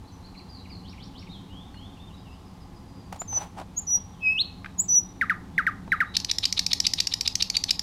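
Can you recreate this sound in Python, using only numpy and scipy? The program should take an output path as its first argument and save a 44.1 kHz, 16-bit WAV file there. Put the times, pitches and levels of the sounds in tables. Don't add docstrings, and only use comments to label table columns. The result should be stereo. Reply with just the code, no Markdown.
import sys
import numpy as np
from scipy import signal
from scipy.fft import rfft, irfft, next_fast_len
from scipy.io import wavfile
from scipy.ndimage import uniform_filter1d

SR = 44100
rng = np.random.default_rng(int(sys.argv[2]) if len(sys.argv) > 2 else 0)


def wav_record(signal):
    frames = np.transpose(np.atleast_2d(signal))
    bounded = np.clip(frames, -1, 1)
    quanta = np.round(bounded * 32767).astype(np.int16)
    wavfile.write(sys.argv[1], SR, quanta)


N = 344862


def from_db(db):
    return 10 ** (np.asarray(db) / 20)


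def unit_rms(x):
    return x / np.sqrt(np.mean(x ** 2) + 1e-20)


def seconds(length_s):
    return np.arange(int(length_s * SR)) / SR


def at_hz(curve, hz):
    freq_hz, value = np.transpose(curve)
    return np.interp(np.log(hz + 1), np.log(freq_hz), value)


def colour(x, curve):
    size = 2 * next_fast_len(x.shape[-1])
    cepstrum = irfft(np.log(from_db(at_hz(curve, np.fft.rfftfreq(size, 1 / SR)))))
    cepstrum[1:size // 2] *= 2
    cepstrum[size // 2 + 1:] = 0
    return irfft(rfft(x, size) * np.exp(rfft(cepstrum)))[..., :x.shape[-1]]


def add(out, start_s, sound):
    i = max(round(start_s * SR), 0)
    out[..., i:i + sound.shape[-1]] += sound[..., :max(N - i, 0)]


def waver(t, rate_hz):
    return np.interp(t * rate_hz, np.arange(400), rng.standard_normal(400))


def air(spectrum):
    # freq_hz, correlation
    likeness = [(30, 0.81), (120, 0.98), (300, 0.94), (600, 0.54), (900, 0.43), (2000, 0.18), (12000, 0.14)]
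    hz = np.fft.rfftfreq(N, 1 / SR)
    alike = at_hz(likeness, hz)
    mid, side = rfft(rng.standard_normal((2, N))) * from_db(at_hz(spectrum, hz))
    return unit_rms(irfft(np.sqrt(1 + alike) * mid + np.sqrt(1 - alike) * side * [[1], [-1]], N))


def rumble(level_db=-43.5, drone_rest_db=-0.9):
    # freq_hz, density_db
    spectrum = [(12, -32), (20, -8), (44, -5.5), (86, -1), (110, -2.5), (134, -13.5), (154, -8.5),
                (172, -1.5), (191, -2.5), (220, -10.5), (241, -12), (263, -7.5), (288, -9), (315, -22),
                (350, -13), (396, -21), (433, -20), (536, -22), (586, -25.5), (866, -15), (947, -24.5),
                (1030, -18.5), (1400, -30), (1820, -65), (3080, -120)]
    # peak_s, gain_db, half_width_s
    swells = [(1.3, 2.5, 0.79), (5.55, 5, 0.62)]
    noise = from_db(level_db) * air(spectrum)
    drone = signal.sosfiltfilt(signal.butter(2, [130, 420], "band", fs=SR, output="sos"), noise)
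    t = np.arange(N) / SR
    swell_db = sum(db * np.exp(-((t - peak_s) / half_s) ** 2) for peak_s, db, half_s in swells)
    return noise + drone * (from_db(drone_rest_db + swell_db) - 1)


def hiss(level_db=-59.5):
    # freq_hz, density_db
    spectrum = [(700, -27), (1200, -3.5), (1600, 3), (2500, 0.5), (4000, 0), (6000, -4), (9000, -9.5),
                (11500, -11.5), (15000, -18), (16500, -25.5)]
    return from_db(level_db) * air(spectrum)


def slur(length_s, pitches_hz, rough, knee_hz=4800, loss_db_per_oct=24):
    t = seconds(length_s)
    glide_hz = np.interp(t, np.linspace(0, length_s, len(pitches_hz)), pitches_hz)
    glide_hz = uniform_filter1d(glide_hz, size=400, mode="nearest")
    pitch_hz = glide_hz * (1 + rough * waver(t, 300))
    loss_db = loss_db_per_oct * np.log2(np.maximum(glide_hz / knee_hz, 1))
    envelope = np.sin(np.pi * t / length_s) ** 0.35 * from_db(-loss_db)
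    return envelope * np.sin(2 * np.pi * np.cumsum(pitch_hz) / SR)


def far_song():
    contours = {"hook": (1.02, 1.19), "fall": (0.86, 0.78), "sweep": (1.12, 1.5, 1.96, 2.0),
                "climb": (1.13, 1.21, 1.35), "level": (0.99, 0.95), "arch": (1.09, 1.08, 1.08),
                "dip": (0.85, 0.78, 0.84, 1)}
    # start_s, syllable, length_s, start_hz, level_db
    notes = [(0.044, "hook", 0.05, 3970, -52.5), (0.115, "level", 0.064, 6080, -49),
             (0.215, "hook", 0.057, 4070, -48), (0.341, "hook", 0.05, 4020, -43.5),
             (0.488, "level", 0.049, 4860, -43.5), (0.524, "fall", 0.076, 4930, -44),
             (0.692, "fall", 0.076, 5110, -43), (0.835, "sweep", 0.092, 2850, -45.5),
             (0.985, "sweep", 0.08, 2880, -43.5), (1.138, "sweep", 0.081, 2820, -44),
             (1.277, "hook", 0.048, 3660, -41.5), (1.317, "fall", 0.07, 3880, -45.5),
             (1.489, "climb", 0.16, 2785, -47), (1.732, "level", 0.046, 4354, -49),
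             (1.743, "climb", 0.144, 2750, -47), (1.957, "fall", 0.031, 3200, -53),
             (1.993, "arch", 0.039, 3335, -46), (2.078, "fall", 0.045, 3390, -53),
             (2.122, "level", 0.046, 3910, -50.5), (2.219, "dip", 0.15, 3350, -54.5),
             (2.86, "level", 0.23, 4900, -57.5), (3.9, "fall", 0.05, 4100, -60),
             (3.96, "climb", 0.06, 2770, -59.5), (4.122, "fall", 0.05, 3810, -58),
             (4.182, "hook", 0.05, 3040, -57.5), (5.887, "level", 0.05, 3950, -47),
             (6.042, "arch", 0.09, 3600, -49)]
    out = np.zeros(N)
    for start_s, syllable, length_s, start_hz, level_db in notes:
        pitches_hz = start_hz * np.array([1, *contours[syllable]])
        add(out, start_s, from_db(level_db) * slur(length_s, pitches_hz, rough=0.0063))
    return out


def far_chips(spacing_s=0.048):
    # start_s, level_db
    pairs = [(0.34, -52), (0.646, -49.5), (0.922, -48.5), (1.214, -49.5)]
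    out = np.zeros(N)
    for start_s, level_db in pairs:
        for chip_s in (start_s, start_s + spacing_s):
            add(out, chip_s, from_db(level_db) * slur(length_s=0.02, pitches_hz=[3035, 1910], rough=0.015))
    return out


def ticks(decay_s=0.0017):
    # start_s, level_db
    bursts = [(1.743, -49), (4.645, -34.5), (4.659, -32.5)]
    # freq_hz, gain_db
    spectrum = [(700, -33), (1300, -0.5), (2000, -6.5), (3000, -15), (5000, -28.5), (9000, -44.5),
                (16000, -45.5)]
    out, t = np.zeros(N), seconds(0.035)
    envelope = t / decay_s * np.exp(1 - t / decay_s)
    for start_s, level_db in bursts:
        noise = unit_rms(colour(rng.standard_normal(len(t)), spectrum))
        add(out, start_s, from_db(level_db) * envelope * noise)
    return out


def far_pips(start_s=2.165, every_s=0.145, count=5, level_db=-53.5):
    out = np.zeros(N)
    for k in range(count):
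        pip = slur(length_s=0.0394, pitches_hz=[5120, 4800], rough=0.015)
        add(out, start_s + k * every_s, from_db(level_db) * pip)
    return out


def rustles(ring_s=0.0038, grain_db=2.5, width=0.67, pan_db=2.4, lag_samples=5):
    # peak_s, level_db, rise_s, lowpass_hz
    brushes = [(3.127, -29, 0.0016, 6040), (3.144, -39.5, 0.0027, 6000), (3.162, -39.5, 0.0054, 6040),
               (3.218, -29.5, 0.0013, 4020), (3.33, -37.5, 0.01, 4000), (3.375, -36, 0.02, 3970),
               (3.419, -34, 0.023, 5000), (3.587, -34.5, 0.014, 3000), (3.6, -31.5, 0.0015, 3500),
               (3.616, -32.5, 0.0039, 1790), (3.95, -42, 0.0011, 700), (3.977, -41, 0.002, 700),
               (5.878, -34.5, 0.0012, 600)]
    # freq_hz, gain_db
    spectrum = [(200, -13), (450, -13.5), (800, -0.5), (1200, -11), (2000, -17), (4000, -17.5), (8000, -23),
                (13000, -28), (16000, -31)]
    out = np.zeros((2, N))
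    for peak_s, level_db, rise_s, lowpass_hz in brushes:
        lead_s, fall_s = 3 * rise_s, ring_s + rise_s
        t = seconds(lead_s + 4 * fall_s)
        envelope = np.exp(-np.maximum((lead_s - t) / rise_s, (t - lead_s) / fall_s))
        mid, side = rng.standard_normal((2, len(t))) * from_db(grain_db * waver(t, 694))
        grains = colour(mid + width * side * [[1], [-1]], spectrum)
        dulled = signal.lfilter([1], [1, -np.exp(-2 * np.pi * lowpass_hz / SR)], grains)
        add(out, peak_s - lead_s, from_db(level_db) * envelope * unit_rms(dulled))
    return np.array([out[0], np.roll(out[1], lag_samples)]) * from_db([[pan_db / 2], [-pan_db / 2]])


def syrinx(pitch_hz, falloff_db_per_oct, overtone_db):
    # freq_hz, gain_db
    beak = [(2500, -23.5), (4000, -28), (5200, -31), (7000, -36.5), (9500, -36), (11800, -26.5),
            (13000, -30), (15500, -25), (17000, -40)]
    phase = 2 * np.pi * np.cumsum(pitch_hz) / SR
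    tone = np.sin(phase)
    for k in range(2, 8):
        gain_db = overtone_db + at_hz(beak, k * pitch_hz) - falloff_db_per_oct * np.log2(k / 2)
        tone += from_db(gain_db) * np.sin(k * phase) * (k * pitch_hz < SR / 2)
    return tone


def whistle(pitch_hz, envelope, falloff_db_per_oct, overtone_db):
    t = np.arange(len(pitch_hz)) / SR
    gate = np.clip(np.minimum(t, t[-1] - t) / 0.003, 0, 1)
    shimmer = from_db(0.7 * waver(t, 300))
    trembling_hz = pitch_hz * (1 + 0.0015 * waver(t, 250))
    return gate * envelope * shimmer * syrinx(trembling_hz, falloff_db_per_oct, overtone_db)


def flicks(attack_s=0.011, release_s=0.012, step_delay_s=0.0045, step_s=0.0031):
    # peak_s, start_hz, end_hz, level_db
    notes = [(3.209, 6990, 7330, -29), (3.783, 6595, 7220, -20), (4.801, 6790, 7810, -14)]
    out, t = np.zeros(N), seconds(0.05) - 0.025
    envelope = np.exp(-np.where(t < 0, (t / attack_s) ** 2, t / release_s))
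    step = 1 / (1 + np.exp((step_delay_s - t) / step_s))
    for peak_s, start_hz, end_hz, level_db in notes:
        pitch_hz = start_hz + (end_hz - start_hz) * step
        note = whistle(pitch_hz, envelope, falloff_db_per_oct=10, overtone_db=4.5)
        add(out, peak_s + t[0], from_db(level_db) * note)
    return out


def high_whistles(attack_s=0.012, release_s=0.016, wobble_cycles=2):
    # start_s, length_s, start_hz, end_hz, wobble_hz, level_db, crescendo_db
    notes = [(3.274, 0.1186, 6255, 5950, 5, -20, 15.5), (3.865, 0.11, 5967, 5772, 10.5, -14, 17.5),
             (4.88, 0.1183, 5985, 5883, 72, -13, 10)]
    out = np.zeros(N)
    for start_s, length_s, start_hz, end_hz, wobble_hz, level_db, crescendo_db in notes:
        t = seconds(length_s)
        pitch_hz = start_hz + (end_hz - start_hz) * (t / length_s) ** 0.65
        pitch_hz += wobble_hz * np.cos(2 * np.pi * wobble_cycles * t / length_s)
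        gate = np.clip(np.minimum(t / attack_s, (length_s - t) / release_s), 0, 1)
        swell = from_db(level_db - crescendo_db * np.maximum(1 - t / (length_s - release_s), 0))
        add(out, start_s, whistle(pitch_hz, gate * swell, falloff_db_per_oct=15.5, overtone_db=-3))
    return out


def low_whistle(gain_db=3.5):
    # time_s, pitch_hz, level_db
    contour = [(4.205, 2627, -55), (4.235, 2580, -28.5), (4.275, 2528, -19.5), (4.327, 2597, -22.5),
               (4.365, 2568, -32), (4.373, 2660, -28.5), (4.385, 2984, -25.5), (4.393, 3470, -25),
               (4.407, 4030, -19.5), (4.415, 4275, -19.5), (4.424, 4410, -30.5)]
    time_s, pitch_hz, level_db = np.transpose(contour)
    out, t = np.zeros(N), time_s[0] + seconds(time_s[-1] - time_s[0])
    glide_hz = uniform_filter1d(np.interp(t, time_s, pitch_hz), size=200)
    envelope = from_db(gain_db + np.interp(t, time_s, level_db))
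    add(out, time_s[0], whistle(glide_hz, envelope, falloff_db_per_oct=13, overtone_db=0))
    return out


def far_murmur(start_s=4.72, every_s=0.18, count=6, centre_hz=3600, spread=0.13, level_db=-60):
    out = np.zeros(N)
    for k, (late, *bends) in enumerate(rng.uniform(-1, 1, (count, 4))):
        note = slur(length_s=0.07, pitches_hz=centre_hz * np.exp(spread * np.array(bends)), rough=0.006)
        add(out, start_s + (k + late / 2) * every_s, from_db(level_db) * note)
    return out


def chooks(length_s=0.036, attack_s=0.0014, hold_s=0.0039, release_s=0.0026, fade_db_per_s=590):
    # start_s, level_db, pitch_ratio
    notes = [(5.2115, -14, 1.01), (5.296, -13.5, 0.98), (5.579, -12, 1.016), (5.6662, -13.5, 0.97),
             (5.9184, -12, 1), (6.0034, -12.5, 0.98)]
    out, t = np.zeros(N), seconds(length_s)
    plunge_hz = 1054 + 660 * np.exp(-t / 0.0005) + 1130 * np.exp(-t / 0.0155)
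    gate = np.minimum(t / attack_s, 1) ** 2 * np.minimum((length_s - t) / release_s, 1)
    envelope = gate * from_db(-fade_db_per_s * np.maximum(t - hold_s, 0))
    for start_s, level_db, pitch_ratio in notes:
        grit = 1 + 0.011 * waver(t, 2450)
        tone = syrinx(pitch_ratio * plunge_hz * grit, falloff_db_per_oct=4, overtone_db=-0.5)
        add(out, start_s, from_db(level_db) * envelope * tone)
    return out


def pulsed_note(envelope, start_hz, end_hz, throat_hz, bandwidth_hz, jitter, rasp, beak):
    size = len(envelope)
    rate_hz = np.geomspace(start_hz, end_hz, size) * np.exp(jitter * waver(np.arange(size) / SR, 1500))
    cycles = np.floor(np.cumsum(rate_hz) / SR + rng.random())
    uneven, turbulence = rng.standard_normal((2, 2000))[:, :size]
    pulses = np.diff(cycles, prepend=0) * from_db(2.2 * uneven) + rasp * turbulence
    pulses = np.pad(envelope * pulses, (0, SR // 200))
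    radius, cosine = np.exp(-np.pi * bandwidth_hz / SR), np.cos(2 * np.pi * throat_hz / SR)
    throat = signal.lfilter([1, -radius * cosine], [1, -2 * radius * cosine, radius ** 2], pulses)
    sound = colour(throat, beak)
    return sound / np.sqrt(2 * uniform_filter1d(sound ** 2, size=60).max())


def buzz(swell_s, fade_s=0.004):
    # freq_hz, gain_db
    beak = [(700, 2), (1400, -2), (2600, 5), (4000, 7), (5300, 0), (7500, -10), (10000, -3.5), (12000, -18),
            (16000, -30)]
    length_s = swell_s + fade_s
    envelope = np.interp(seconds(length_s), [0, swell_s / 2, swell_s, length_s], [0.049, 0.37, 0.98, 0.3])
    return pulsed_note(envelope, start_hz=607, end_hz=1468, throat_hz=3990, bandwidth_hz=1050,
                       jitter=0.014, rasp=0.015, beak=beak)


def click(length_s, throat_hz):
    # freq_hz, gain_db
    beak = [(700, -33), (1300, -19), (1900, 0.5), (2700, 3), (3500, -0.5), (4800, 4.5), (6800, 0.5),
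            (8200, -4), (9600, -9.5), (12000, -1.5), (14000, -15), (16000, -28)]
    length_s, throat_hz = [length_s, throat_hz] * np.exp([0.07, 0.025] * rng.standard_normal(2))
    envelope = np.sin(np.pi * seconds(length_s) / length_s) ** 1.08
    return pulsed_note(envelope, start_hz=2274, end_hz=1156, throat_hz=throat_hz, bandwidth_hz=1300,
                       jitter=0.27, rasp=0.044, beak=beak)


def rattle(swell_s=0.016, lead_s=0.0146, stumble_s=6.202, stumble_db=-23):
    # hard_s, light_s, hard_db, light_db, buzz_db
    rounds = [(6.169, 6.248, -9, -16.5, -21.5), (6.315, 6.386, -9.5, -12, -17),
              (6.456, 6.527, -9, -12.5, -15.5), (6.5943, 6.6653, -9.5, -10, -17.5),
              (6.7334, 6.8031, -8, -9, -19), (6.8688, 6.9374, -8.5, -10.5, -17),
              (7.0042, 7.0723, -8, -13, -19), (7.1398, 7.211, -10.5, -12, -21.5),
              (7.278, 7.3557, -10, -11.5, -20), (7.4254, 7.5016, -10, -12.5, -18),
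              (7.5693, 7.6399, -9, -12.5, -18.5), (7.7095, 7.795, -9, -13, -19)]
    hard_length_s, hard_hz = 0.006, 4680
    light_length_s, light_hz = 0.0048, 5230
    out = np.zeros(N)
    for hard_s, light_s, hard_db, light_db, buzz_db in rounds:
        add(out, hard_s - lead_s - swell_s, from_db(buzz_db) * buzz(swell_s))
        add(out, hard_s - hard_length_s / 2, from_db(hard_db) * click(hard_length_s, hard_hz))
        add(out, light_s - light_length_s / 2, from_db(light_db) * click(light_length_s, light_hz))
    add(out, stumble_s - light_length_s / 2, from_db(stumble_db) * click(light_length_s, light_hz))
    return out


def direct(x, lag_samples, pan_db):
    left = irfft(rfft(x) * np.exp(-2j * np.pi * np.fft.rfftfreq(N) * lag_samples), N)
    return np.array([left * from_db(pan_db / 2), x * from_db(-pan_db / 2)])


def trees(x, twig_db, crown_db, crown_t60_s, ground_db, far_db, far_t60_s):
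    # freq_hz, gain_db
    grass = [(1000, -4.5), (2200, -5), (4000, -2.5), (12000, -20)]
    # freq_hz, gain_db
    long_path = [(1000, -3), (2500, -4), (3800, 1), (5000, -2.5), (6200, -11), (12000, -17)]
    # freq_hz, gain_db
    leaves = [(500, 9.5), (1600, -1), (2600, -1), (4500, -2), (7000, -1.5), (12000, 1.5), (16000, -6)]
    t = seconds(1.0)
    twigs, crown, ground, far = (rng.standard_normal((4, 2, len(t)))
                                 + 0.5 * rng.standard_normal((4, 1, len(t))))
    twigs = twigs * np.exp(-t / 0.0028) * (t > 0.001)
    crown = crown * from_db(2 * waver(t, 400) - 60 * t / crown_t60_s) * np.clip(t / 0.0021 - 0.3, 0, 1)
    ground = colour(ground * np.exp(-((t - 0.046) / 0.0082) ** 2), grass)
    far = colour(far * from_db(-60 * t / far_t60_s) * np.clip(t / 0.023, 0, 1), long_path)
    paths = [(twigs, twig_db), (crown, crown_db), (ground, ground_db), (far, far_db)]
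    echo = sum(from_db(db) * unit_rms(path) for path, db in paths) / np.sqrt(len(t))
    return signal.fftconvolve(x[None], colour(echo, leaves), axes=1)[:, :N]


def scene():
    song = flicks() + high_whistles() + low_whistle() + chooks() + rattle() + ticks()
    nightingale = direct(song, lag_samples=1, pan_db=0.5)
    nightingale += trees(song, twig_db=-10, crown_db=-11, crown_t60_s=0.21,
                         ground_db=-25.5, far_db=-23.5, far_t60_s=0.55)
    calls = far_song() + far_pips() + far_chips() + far_murmur()
    far_birds = direct(from_db(-5) * calls, lag_samples=4.7, pan_db=7.5)
    far_birds += trees(calls, twig_db=-4.5, crown_db=-2.5, crown_t60_s=0.17,
                       ground_db=-21.5, far_db=-11, far_t60_s=0.73)
    return nightingale + far_birds + rustles() + rumble() + hiss()


def record(dry):
    cutoff_hz = 16200
    return signal.sosfilt(signal.ellip(10, 0.1, 80, cutoff_hz, fs=SR, output="sos"), dry)


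dry = scene()
out = record(dry)
wav_record(out)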